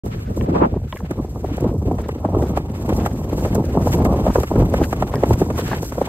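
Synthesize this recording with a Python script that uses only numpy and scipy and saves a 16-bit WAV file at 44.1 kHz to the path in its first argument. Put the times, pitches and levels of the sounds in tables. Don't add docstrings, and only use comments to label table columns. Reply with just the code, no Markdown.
import sys
import numpy as np
from scipy import signal
from scipy.fft import rfft, irfft
from scipy.io import wavfile
from scipy.ndimage import uniform_filter1d

SR = 44100
rng = np.random.default_rng(int(sys.argv[2]) if len(sys.argv) > 2 else 0)


def store_pcm(level_fs):
    pcm = np.round(np.clip(level_fs, -1, 1) * 32767).astype(np.int16)
    wavfile.write(sys.argv[1], SR, np.atleast_2d(pcm).T)


N = 268128
TIME = np.arange(N) / SR
THUD_PEAK_S = .02

# time_s, level_db, pitch_hz, crunch_db
THUMPS = [(0.0639, -19, 366, -49), (0.374, -14, 342, -58), (0.4898, -10.5, 276, -55), (0.498, -9, 169, -64),
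          (0.74, -19.5, 550, -69), (0.762, -17, 370, -69), (0.77, -12.5, 248, -69),
          (1.11, -12.5, 380, -37.5), (1.247, -18.5, 450, -66), (1.358, -21, 690, -64),
          (1.445, -11.5, 490, -49), (1.5804, -15.5, 504, -43), (1.644, -11, 440, -59),
          (1.664, -11.5, 377, -56), (1.9137, -8.5, 420, -50), (1.985, -20, 766, -40.5),
          (2.0898, -13.5, 590, -38), (2.2491, -7.5, 590, -43), (2.256, -8, 287.6, -52),
          (2.347, -10.5, 584, -53), (2.3682, -7, 396, -56), (2.4241, -9.5, 397, -54),
          (2.438, -10.5, 407, -62), (2.573, -8, 646, -34), (2.8931, -8.5, 447, -34.5),
          (3.0613, -9, 660, -28), (3.329, -10.5, 400, -58), (3.3805, -13.5, 506, -49),
          (3.449, -17, 486, -37), (3.553, -9.5, 445, -36.5), (3.7733, -5, 446, -55),
          (3.8712, -6.5, 664, -42), (4.019, -9.5, 243, -55), (4.052, -10.5, 430, -30.5),
          (4.2655, -6.5, 600, -36), (4.302, -11, 436, -42), (4.3569, -2.5, 710, -31.5),
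          (4.3836, -6, 382, -52), (4.4339, -12, 520, -32), (4.5147, -6, 480, -60), (4.5577, -5.5, 364, -37),
          (4.623, -5, 283, -45), (4.74, -6, 530, -31.5), (4.8158, -4, 311, -41),
          (4.9278, -10.5, 710, -30.5), (5.0234, -7, 740, -31), (5.139, -12, 706, -34),
          (5.235, -0.5, 540, -32), (5.3082, -4, 492, -51), (5.417, -3, 408, -38), (5.5024, -13, 520, -36.5),
          (5.591, -11.5, 590, -45), (5.829, -14, 470, -43), (5.922, -17.5, 630, -38),
          (5.9806, -11, 506, -45), (6.015, -6, 503, -39.5)]
# start_s, level_db
BUCKLE_TICKS = [(0.0594, -33), (0.828, -48), (0.974, -35.5), (1.1103, -32.5), (1.569, -31.5),
                (1.6073, -32.5), (2.017, -36), (2.088, -34), (2.5743, -30), (2.8908, -28), (2.949, -34),
                (3.062, -27.5), (3.551, -20.5), (3.6534, -31.5), (4.0492, -23.5), (4.4317, -28),
                (4.7374, -29), (4.927, -29), (5.156, -31), (5.825, -25)]
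# frequency_hz, level_db
BUFFET_TONE = [(70, -32), (130, 0), (190, 4.5), (340, -0.5), (520, -8), (750, -19.5), (1100, -39.5),
               (2000, -54.5)]
# frequency_hz, level_db
HISS_TONE = [(2000, -6), (4000, 2.5), (5800, 10), (8000, 5), (10000, 4), (14000, 6), (16000, -1)]


def hooves(scatter_s=0.0029, earth_db=-14, firm_db_per_octave=7):
    # delay_s, level_db, pitch_ratio
    blow_parts = [(-.005, -13, 0.89), (.002, -1, 0.98), (.007, -11, 0.77)]
    # frequency_hz, level_db
    earth_tone = [(200, -8.5), (450, -2), (800, 4), (1200, -1), (1700, -2.5), (2600, -23), (4000, -57)]
    track = np.zeros(N)
    for s, db, hz, _ in THUMPS:
        for delay_s, part_db, pitch_ratio in blow_parts:
            chance = rng.random(14)
            loose_s = scatter_s * (1 - undb(part_db)) * (2 * chance[0] - 1)
            part = thud(hz * pitch_ratio, chance[1:], cycles=1.05, fall_octaves=0.56)
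            add(track, s + delay_s + loose_s - THUD_PEAK_S, undb(db + part_db) * part)
    times, level_db, hz, _ = np.transpose(THUMPS)
    rattle_db = level_db + earth_db + firm_db_per_octave * np.log2(hz / hz.mean())
    rattle = bursts(times - .001, rattle_db, decay_s=0.0044, rise_s=0.0024)
    return track + colour(rattle, earth_tone)


def thud(hz, chance, cycles, fall_octaves):
    cycle = np.linspace(-5, 5, 201)
    period_s = 2 ** (fall_octaves * cycle) / hz
    t = np.cumsum(period_s) * (cycle[1] - cycle[0])
    uneven = np.interp(cycle, np.linspace(-5, 5, len(chance) - 1), chance[1:] - .5)
    envelope = np.exp(-.5 * (cycle / cycles) ** 2)
    wave = envelope * np.sin(2 * np.pi * (cycle + chance[0] + 0.51 * uneven))
    return np.interp(TIME[:SR // 16] - THUD_PEAK_S, t - t[len(t) // 2], wave, left=0, right=0)


def stalks():
    # frequency_hz, level_db
    crunch_tone = [(400, -82), (1200, 31.5), (2500, 17), (4500, 4.5), (8000, 5.5), (16000, -24)]
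    times, _, _, crunch_db = np.transpose(THUMPS)
    crunch = bursts(times - .004, crunch_db, decay_s=0.0069, rise_s=0.0034)
    return undb(5.5) * colour(crunch, crunch_tone)


def wind():
    # frequency_hz, level_db
    rumble_tone = [(18, -33), (30, -24.5), (48, -3.5), (68, 0.5), (110, -3), (160, -8), (260, -21.5),
                   (500, -57)]
    flutter_tone = [(250, -20.5), (500, 2), (750, 1.5), (1050, -2), (1300, -6), (1650, -15), (2600, -50)]
    rumble_db, buffet_db, flutter_db = wind_levels()
    swirls, surges = wander(120), wander(28)
    rumble = turbulence(rumble_tone, 1.34 * wander(30), span_s=0.1) * undb(rumble_db + 2.25)
    buffet = turbulence(BUFFET_TONE, 4.27 * swirls + 3.9 * surges, span_s=0.085) * undb(buffet_db - 0.33)
    flicker_db = 2.0 * swirls + 2.0 * surges + 3.2 * wander(400)
    flutter = turbulence(flutter_tone, flicker_db, span_s=0.056) * undb(flutter_db - 2.0)
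    puff_db = buffet_db + 0.47 * (flutter_db - buffet_db) - 2.5
    return rumble + buffet + flutter + puffs() * undb(puff_db)


def wind_levels():
    # time_s, rumble_db, flutter_db
    steady_flow = [(0.05, -27.5, -50), (0.31, -30, -75), (0.83, -26, -54), (0.96, -31, -47.5),
                   (1.21, -31, -45), (1.84, -22.5, -41.5), (2.14, -31, -43.5), (2.7, -29, -40),
                   (3.2, -27.5, -37), (3.68, -22.5, -39), (4.08, -19, -21), (4.47, -31.5, -45.5),
                   (4.65, -20, -36.5), (4.91, -26, -31.5), (5.59, -26, -36.5), (5.93, -30.5, -42),
                   (6.08, -34, -32.5)]
    # middle_s, length_s, rise_db, extra_rumble_db
    gusts = [(0.304, 0.049, 9, 2), (0.418, 0.11, 11, -1.5), (0.594, 0.31, 18.5, -13.5),
             (0.731, 0.023, 8, -3), (1.043, 0.038, 3.5, 4), (1.195, 0.1, 7.5, -0.5), (1.495, 0.07, 5, -2.5),
             (1.669, 0.15, 9.5, -7.5), (1.93, 0.26, 4.5, -2.5), (2.256, 0.13, 7.5, -0.5),
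             (2.38, 0.23, 9.5, 2.5), (2.531, 0.16, 6, 0), (2.953, 0.32, 7, 0), (3.04, 0.052, 2.5, 0.5),
             (3.444, 0.066, 7.5, -1.5), (3.583, 0.18, 7, -5), (3.776, 0.1, 5, -8), (4.287, 0.11, 9.5, 0.5),
             (4.394, 0.089, 9, 2.5), (4.593, 0.21, 8.5, 0.5), (4.807, 0.087, 5.5, -3.5),
             (5.324, 0.08, 4.5, 9.5), (5.747, 0.067, 5, -3.5)]
    # middle_s, length_s, dip_db, rumble_share
    lulls = [(0.703, 0.04, -7, 0.24), (0.903, 0.085, -14, 0.34), (0.976, 0.049, -15, 0.88),
             (1.295, 0.11, -4, 0.17), (1.416, 0.036, -8.5, .6), (1.562, 0.026, -8.5, 0.93),
             (1.085, 0.045, -5, .7), (3.66, 0.11, -3, 1), (4.319, 0.075, -5.5, 0.62),
             (4.7, 0.057, -2, 0.63), (4.898, 0.17, -4.5, 0.36), (5.102, .09, -1.5, 0.42),
             (5.893, 0.077, -5, 0.63)]
    rumble_db, flutter_db = curves(steady_flow)
    gust_db = sum(db * swell(s, length) for s, length, db, _ in gusts)
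    boom_db = sum(db * swell(s, length) for s, length, _, db in gusts)
    lull_db = sum(db * swell(s, length) for s, length, db, _ in lulls)
    rumble_lull_db = sum(share * db * swell(s, length) for s, length, db, share in lulls)
    buffet_db = rumble_db + 0.28 * (flutter_db - rumble_db) + 2.5
    return (rumble_db + 0.81 * gust_db + boom_db + rumble_lull_db,
            buffet_db + gust_db + lull_db,
            flutter_db + 1.45 * (gust_db + lull_db))


def puffs(per_second=85, middle_hz=422, spread_octaves=0.35, spread_db=5.5):
    track = np.zeros(N)
    for k, chance in enumerate(rng.random((int(per_second * N / SR), 16))):
        pitch, size = np.sqrt(12) * (chance[1:3] - .5)
        puff = thud(middle_hz * 2 ** (spread_octaves * pitch), chance[3:], cycles=0.99, fall_octaves=0.59)
        add(track, (k + 2 * chance[0]) / per_second, undb(spread_db * size) * puff)
    muffled = signal.sosfilt(signal.butter(6, 1200, fs=SR, output="sos"), track)
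    return steady(muffled, span_s=0.12)


def crosswind():
    # time_s, across_holes_db, on_both_holes_db
    swing = [(0.04, -35.5, -35.5), (0.25, -45, -40), (0.3, -36, -23.5), (0.36, -41, -34),
             (0.42, -33, -21.5), (0.53, -28.5, -25.5), (0.555, -17, -17), (0.6, -22.5, -25.5),
             (0.625, -14, -21), (0.655, -17, -17.5), (0.685, -34, -36)]
    # frequency_hz, level_db
    gust_tone = [(150, -61), (260, -17), (380, -11), (520, 1), (700, -6), (1050, -10), (1600, -25),
                 (2800, -47)]
    # frequency_hz, level_db
    rasp_tone = [(500, -2), (1000, 1.5), (1700, -17), (2600, -26), (3800, -44)]
    across_db, push_db = curves(swing)
    push = turbulence(BUFFET_TONE, 4.3 * wander(119.54), span_s=0.06) * undb(push_db)
    gust = turbulence(gust_tone, 2.0 * wander(200), span_s=0.036) * undb(across_db - 0.5)
    rasp = np.array([turbulence(rasp_tone, 3 * wander(350), span_s=0.096) for _ in range(2)])
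    rasp_db = across_db - 2.5 + 1.6 * np.minimum(across_db + 17, 0)
    fade_out = np.exp(-np.maximum(TIME - swing[-1][0], 0) / 0.035)
    return fade_out * (dull(push) + np.array([gust, -gust]) + rasp * undb(rasp_db))


def cloth_and_grass():
    # frequency_hz, level_db
    rustle_tone = [(600, -8.5), (1300, 5), (2000, 2), (2900, -1.5), (4000, -7.5), (5500, -11),
                   (9000, -22.5)]
    rustle_db, hiss_db = stride_levels()
    grains = wander(55)
    rustle = turbulence(rustle_tone, 4.6 * grains + 0.87 * wander(380), span_s=0.27)
    hiss = turbulence(HISS_TONE, 2.7 * grains + 2.34 * wander(600), span_s=0.079)
    return rustle * undb(rustle_db + 2.5) + hiss * undb(hiss_db + 0.5)


def stride_levels(stride_s=0.4686, fastest_swing_at_s=3.878, swing_db=2.5):
    # time_s, level_db
    cloth = [(0.07, -51), (0.5, -46), (0.79, -52.5), (1.3, -55), (1.6, -47), (1.76, -54.5), (2.15, -51.5),
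             (2.98, -46.5), (3.17, -48.5), (3.93, -44), (4.71, -43), (5.88, -47.5), (6.08, -39.5)]
    # time_s, level_db
    grass = [(0.05, -51.5), (0.2, -53.5), (0.61, -60.5), (0.72, -61.5), (1.07, -60.5), (1.27, -54),
             (1.72, -54.5), (2.18, -56.5), (2.68, -57), (2.8, -48), (3.62, -51), (4.3, -46.5),
             (5.05, -48.5), (6.08, -45.5)]
    # middle_s, length_s, rise_db
    swishes = [(0.393, 0.14, 9.5), (0.96, 0.21, 9.5), (1.453, .1, 2), (1.967, 0.17, 3), (2.45, 0.21, 10.5),
               (2.966, 0.068, 10.5), (3.422, 0.23, 8), (3.898, 0.24, 10.5), (4.37, 0.21, 7.5),
               (4.856, .2, 8), (5.312, 0.12, 7), (5.85, 0.15, 7.5)]
    # middle_s, length_s, rustle_rise_db, hiss_rise_db
    brushes = [(0.133, 0.061, 5.5, -4), (2.032, 0.099, 3, 0), (2.575, 0.053, 9, 10), (3.055, 0.06, 7.5, 7),
               (3.443, 0.034, 6.5, 0), (3.936, 0.047, 7.5, 5.5), (4.843, 0.059, 4, -0.5),
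               (5.337, 0.021, 12, 5.5), (5.4, 0.062, -2, 7), (5.59, 0.1, 14.5, 10), (5.7, 0.15, 12, 8.5)]
    (rustle_db,), (hiss_db,) = curves(cloth), curves(grass)
    rustle_db += swing_db * np.cos(2 * np.pi * (TIME - fastest_swing_at_s) / stride_s)
    rustle_db += sum(db * swell(s, length) for s, length, db, _ in brushes)
    hiss_db += sum(db * swell(s, length) for s, length, db in swishes)
    hiss_db += sum(db * swell(s, length) for s, length, _, db in brushes)
    return rustle_db, hiss_db


def case_snaps(detune=0.033, sides_differ=0.66, focus_db=23, rise_s=.0005):
    # start_s, peak_db, centre_hz
    slips = [(0.41, -25.5, 2730), (0.411, -25, 940), (0.9255, -19.5, 2820), (0.9264, -19, 900),
             (0.929, -30, 1110), (0.9597, -29, 2390), (0.962, -26, 755), (0.97, -26.5, 1890),
             (3.052, -26, 1500), (5.136, -29, 1600), (5.155, -27, 2000), (5.156, -25, 5500),
             (5.168, -30, 1490)]
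    # pitch_hz, level_db, ring_s (time to fade by 60 dB)
    case_notes = [(620, 3.5, 0.032), (840, -0.5, .025), (1030, 3.5, 0.031), (1688, -0.5, .035),
                  (1917, 1, 0.026), (2280, -4.5, 0.023), (2800, -0.5, 0.012), (3240, 4, 0.0071),
                  (5230, 2.5, 0.0045)]
    t, sides = TIME[:SR // 16], np.zeros((2, N))
    hz, note_db, ring_s = np.transpose(case_notes)[:, :, None]
    attack = 1 - np.exp(-(t / rise_s) ** 2)
    for s, db, centre_hz in slips:
        shift, *side_turns = rng.standard_normal((3, len(hz), 1))
        gain = undb(note_db - focus_db * np.log2(hz / centre_hz) ** 2 - 60 * t / ring_s)
        phase = 2 * np.pi * (hz * (1 + detune * shift) * t + rng.random((len(hz), 1)))
        for side, turn in zip(sides, side_turns):
            notes = gain * np.sin(phase + sides_differ * turn * hz / hz.mean())
            ring = attack * notes.sum(axis=0)
            add(side, s, undb(db) * ring / np.abs(ring).max())
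    return sides


def case_scrapes(shared=0.72, rise_s=0.00063):
    # start_s, level_db, brightness_db_per_octave, decay_s
    contacts = [(1.002, -25.5, -5.5, 0.003), (5.578, -25.5, 2, 0.01), (5.609, -28, 7.5, 0.0068),
                (5.713, -22.5, -2.5, 0.011), (5.73, -10.5, -4.5, 0.0035), (5.746, -32, 9, 0.0051)]
    # frequency_hz, level_db
    case_tone = [(300, -26), (600, 10), (1100, 16.5), (1350, 9.5), (1750, 9), (2300, -4.5), (3000, -6),
                 (3550, -8), (4100, -9), (6500, -44)]
    t, sides = TIME[:SR // 12], np.zeros((2, N))
    for s, db, brightness, decay_s in contacts:
        envelope = np.exp(-t / decay_s) * (1 - np.exp(-t / rise_s))
        tone = [(hz, level + brightness * np.log2(hz / case_tone[0][0])) for hz, level in case_tone]
        contact = rng.standard_normal(len(t))
        for side in sides:
            scrape = np.sqrt(shared) * contact + np.sqrt(1 - shared) * rng.standard_normal(len(t))
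            add(side, s, undb(db) * colour(envelope * scrape, tone))
    return sides


def buckles():
    # frequency_hz, level_db
    click_tone = [(1500, -12), (4000, -6), (7000, 0), (12000, 1), (16000, -5)]
    times, level_db = np.transpose(BUCKLE_TICKS)
    clicks = [colour(bursts(times, level_db, decay_s=0.001, rise_s=0.0019), click_tone) for _ in range(2)]
    return undb(-7.5) * np.array(clicks)


def tick_crackle(head_start_s=0.0086):
    times, level_db = np.transpose(BUCKLE_TICKS)
    crackle = bursts(times - head_start_s, level_db - 14, decay_s=0.0092, rise_s=0.0068)
    grains = unit(undb(4.8 * wander(900)))
    return colour(crackle * grains, HISS_TONE)


def crops(level_db=-66.5):
    # frequency_hz, level_db
    crop_tone = [(1800, -7), (2700, -8), (4200, -5), (6500, -10), (12000, -16)]
    return undb(level_db) * colour(rng.standard_normal(N), crop_tone)


def microphone_holes(common, different, mono_below_hz=450):
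    # frequency_hz, lead_radians
    left_lead = [(900, 0), (1500, -2.7), (3000, -2.4), (5300, -3.1), (6500, -2.8), (8000, 0), (16000, 11.1)]
    # frequency_hz, level_db
    difference = [(200, -82), (500, -97), (750, -28), (1200, 1), (2000, -6), (3000, -7), (4200, -5.5),
                  (5800, -12.5), (8000, -4.5), (11000, -56)]
    hz = np.fft.rfftfreq(N, 1 / SR)
    spread = undb(on_bins(difference, N))
    lead = np.interp(hz, *np.transpose(left_lead)) * np.clip(hz / mono_below_hz - 1, 0, 1)
    sides = np.array([[1], [-1]])
    both = (rfft(common) + sides * spread * rfft(different)) / np.sqrt(1 + spread ** 2)
    return irfft(both * np.exp(.5j * sides * lead), N)


def dull(x, cutoff_hz=1315):
    return signal.sosfiltfilt(signal.butter(7, cutoff_hz, fs=SR, output="sos"), x)


def turbulence(tone, swing_db, span_s):
    return steady(colour(rng.standard_normal(N) * undb(swing_db), tone), span_s)


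def bursts(times, levels_db, decay_s, rise_s):
    t, envelope = TIME[:SR // 8], np.zeros(N)
    shape = np.exp(-t / decay_s) * (1 - np.exp(-(t / rise_s) ** 2))
    for s, db in zip(times, levels_db):
        add(envelope, s, undb(db) * shape / shape.max())
    return envelope * rng.standard_normal(N)


def colour(x, tone, size=4096):
    (low_hz, low_db), (high_hz, high_db) = tone[0], tone[-1]
    closed = [(low_hz / 2, low_db - 20), *tone, (2 * high_hz, high_db - 40)]
    cepstrum = irfft(np.log(undb(on_bins(closed, size))))
    cepstrum[1:size // 2] *= 2
    cepstrum[size // 2 + 1:] = 0
    response = irfft(np.exp(rfft(cepstrum)))
    return signal.fftconvolve(x, response / np.linalg.norm(response))[:len(x)]


def on_bins(tone, size):
    hz, db = np.transpose(tone)
    return np.interp(np.log(np.fft.rfftfreq(size, 1 / SR) + 1), np.log(hz), db)


def curves(table):
    s, *columns = np.transpose(table)
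    return [np.interp(TIME, s, column) for column in columns]


def swell(s, length_s, pointedness=1.07):
    return np.abs(np.cos(np.pi * np.clip((TIME - s) / length_s, -.5, .5))) ** pointedness


def wander(per_second):
    hold = max(int(SR / per_second), 2)
    steps = np.repeat(rng.standard_normal(N // hold + 1), hold)
    return unit(uniform_filter1d(steps, hold)[:N])


def steady(x, span_s):
    width = max(int(span_s * SR), 2)
    power = uniform_filter1d(uniform_filter1d(x ** 2, width), width)
    return x / np.sqrt(np.abs(power) + 1e-12)


def add(track, s, x):
    i = max(int(s * SR), 0)
    track[i:i + len(x)] += x[:max(N - i, 0)]


def unit(x):
    return x / np.sqrt(np.mean(x ** 2))


def undb(db):
    return 10 ** (np.asarray(db) / 20)


def scene():
    common, different = (dull(wind() + hooves()) + stalks() + cloth_and_grass() + tick_crackle() + crops()
                         for _ in range(2))
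    return microphone_holes(common, different) + crosswind() + case_snaps() + case_scrapes() + buckles()


def record(dry, start_s=.035, top_hz=15650):
    fade_in = np.clip((TIME - start_s) / .004, 0, 1)
    clipped = np.clip(dry * fade_in, -.95, .95)
    return signal.sosfilt(signal.ellip(10, .2, 80, top_hz, fs=SR, output="sos"), clipped)


dry = scene()
out = record(dry)
store_pcm(out)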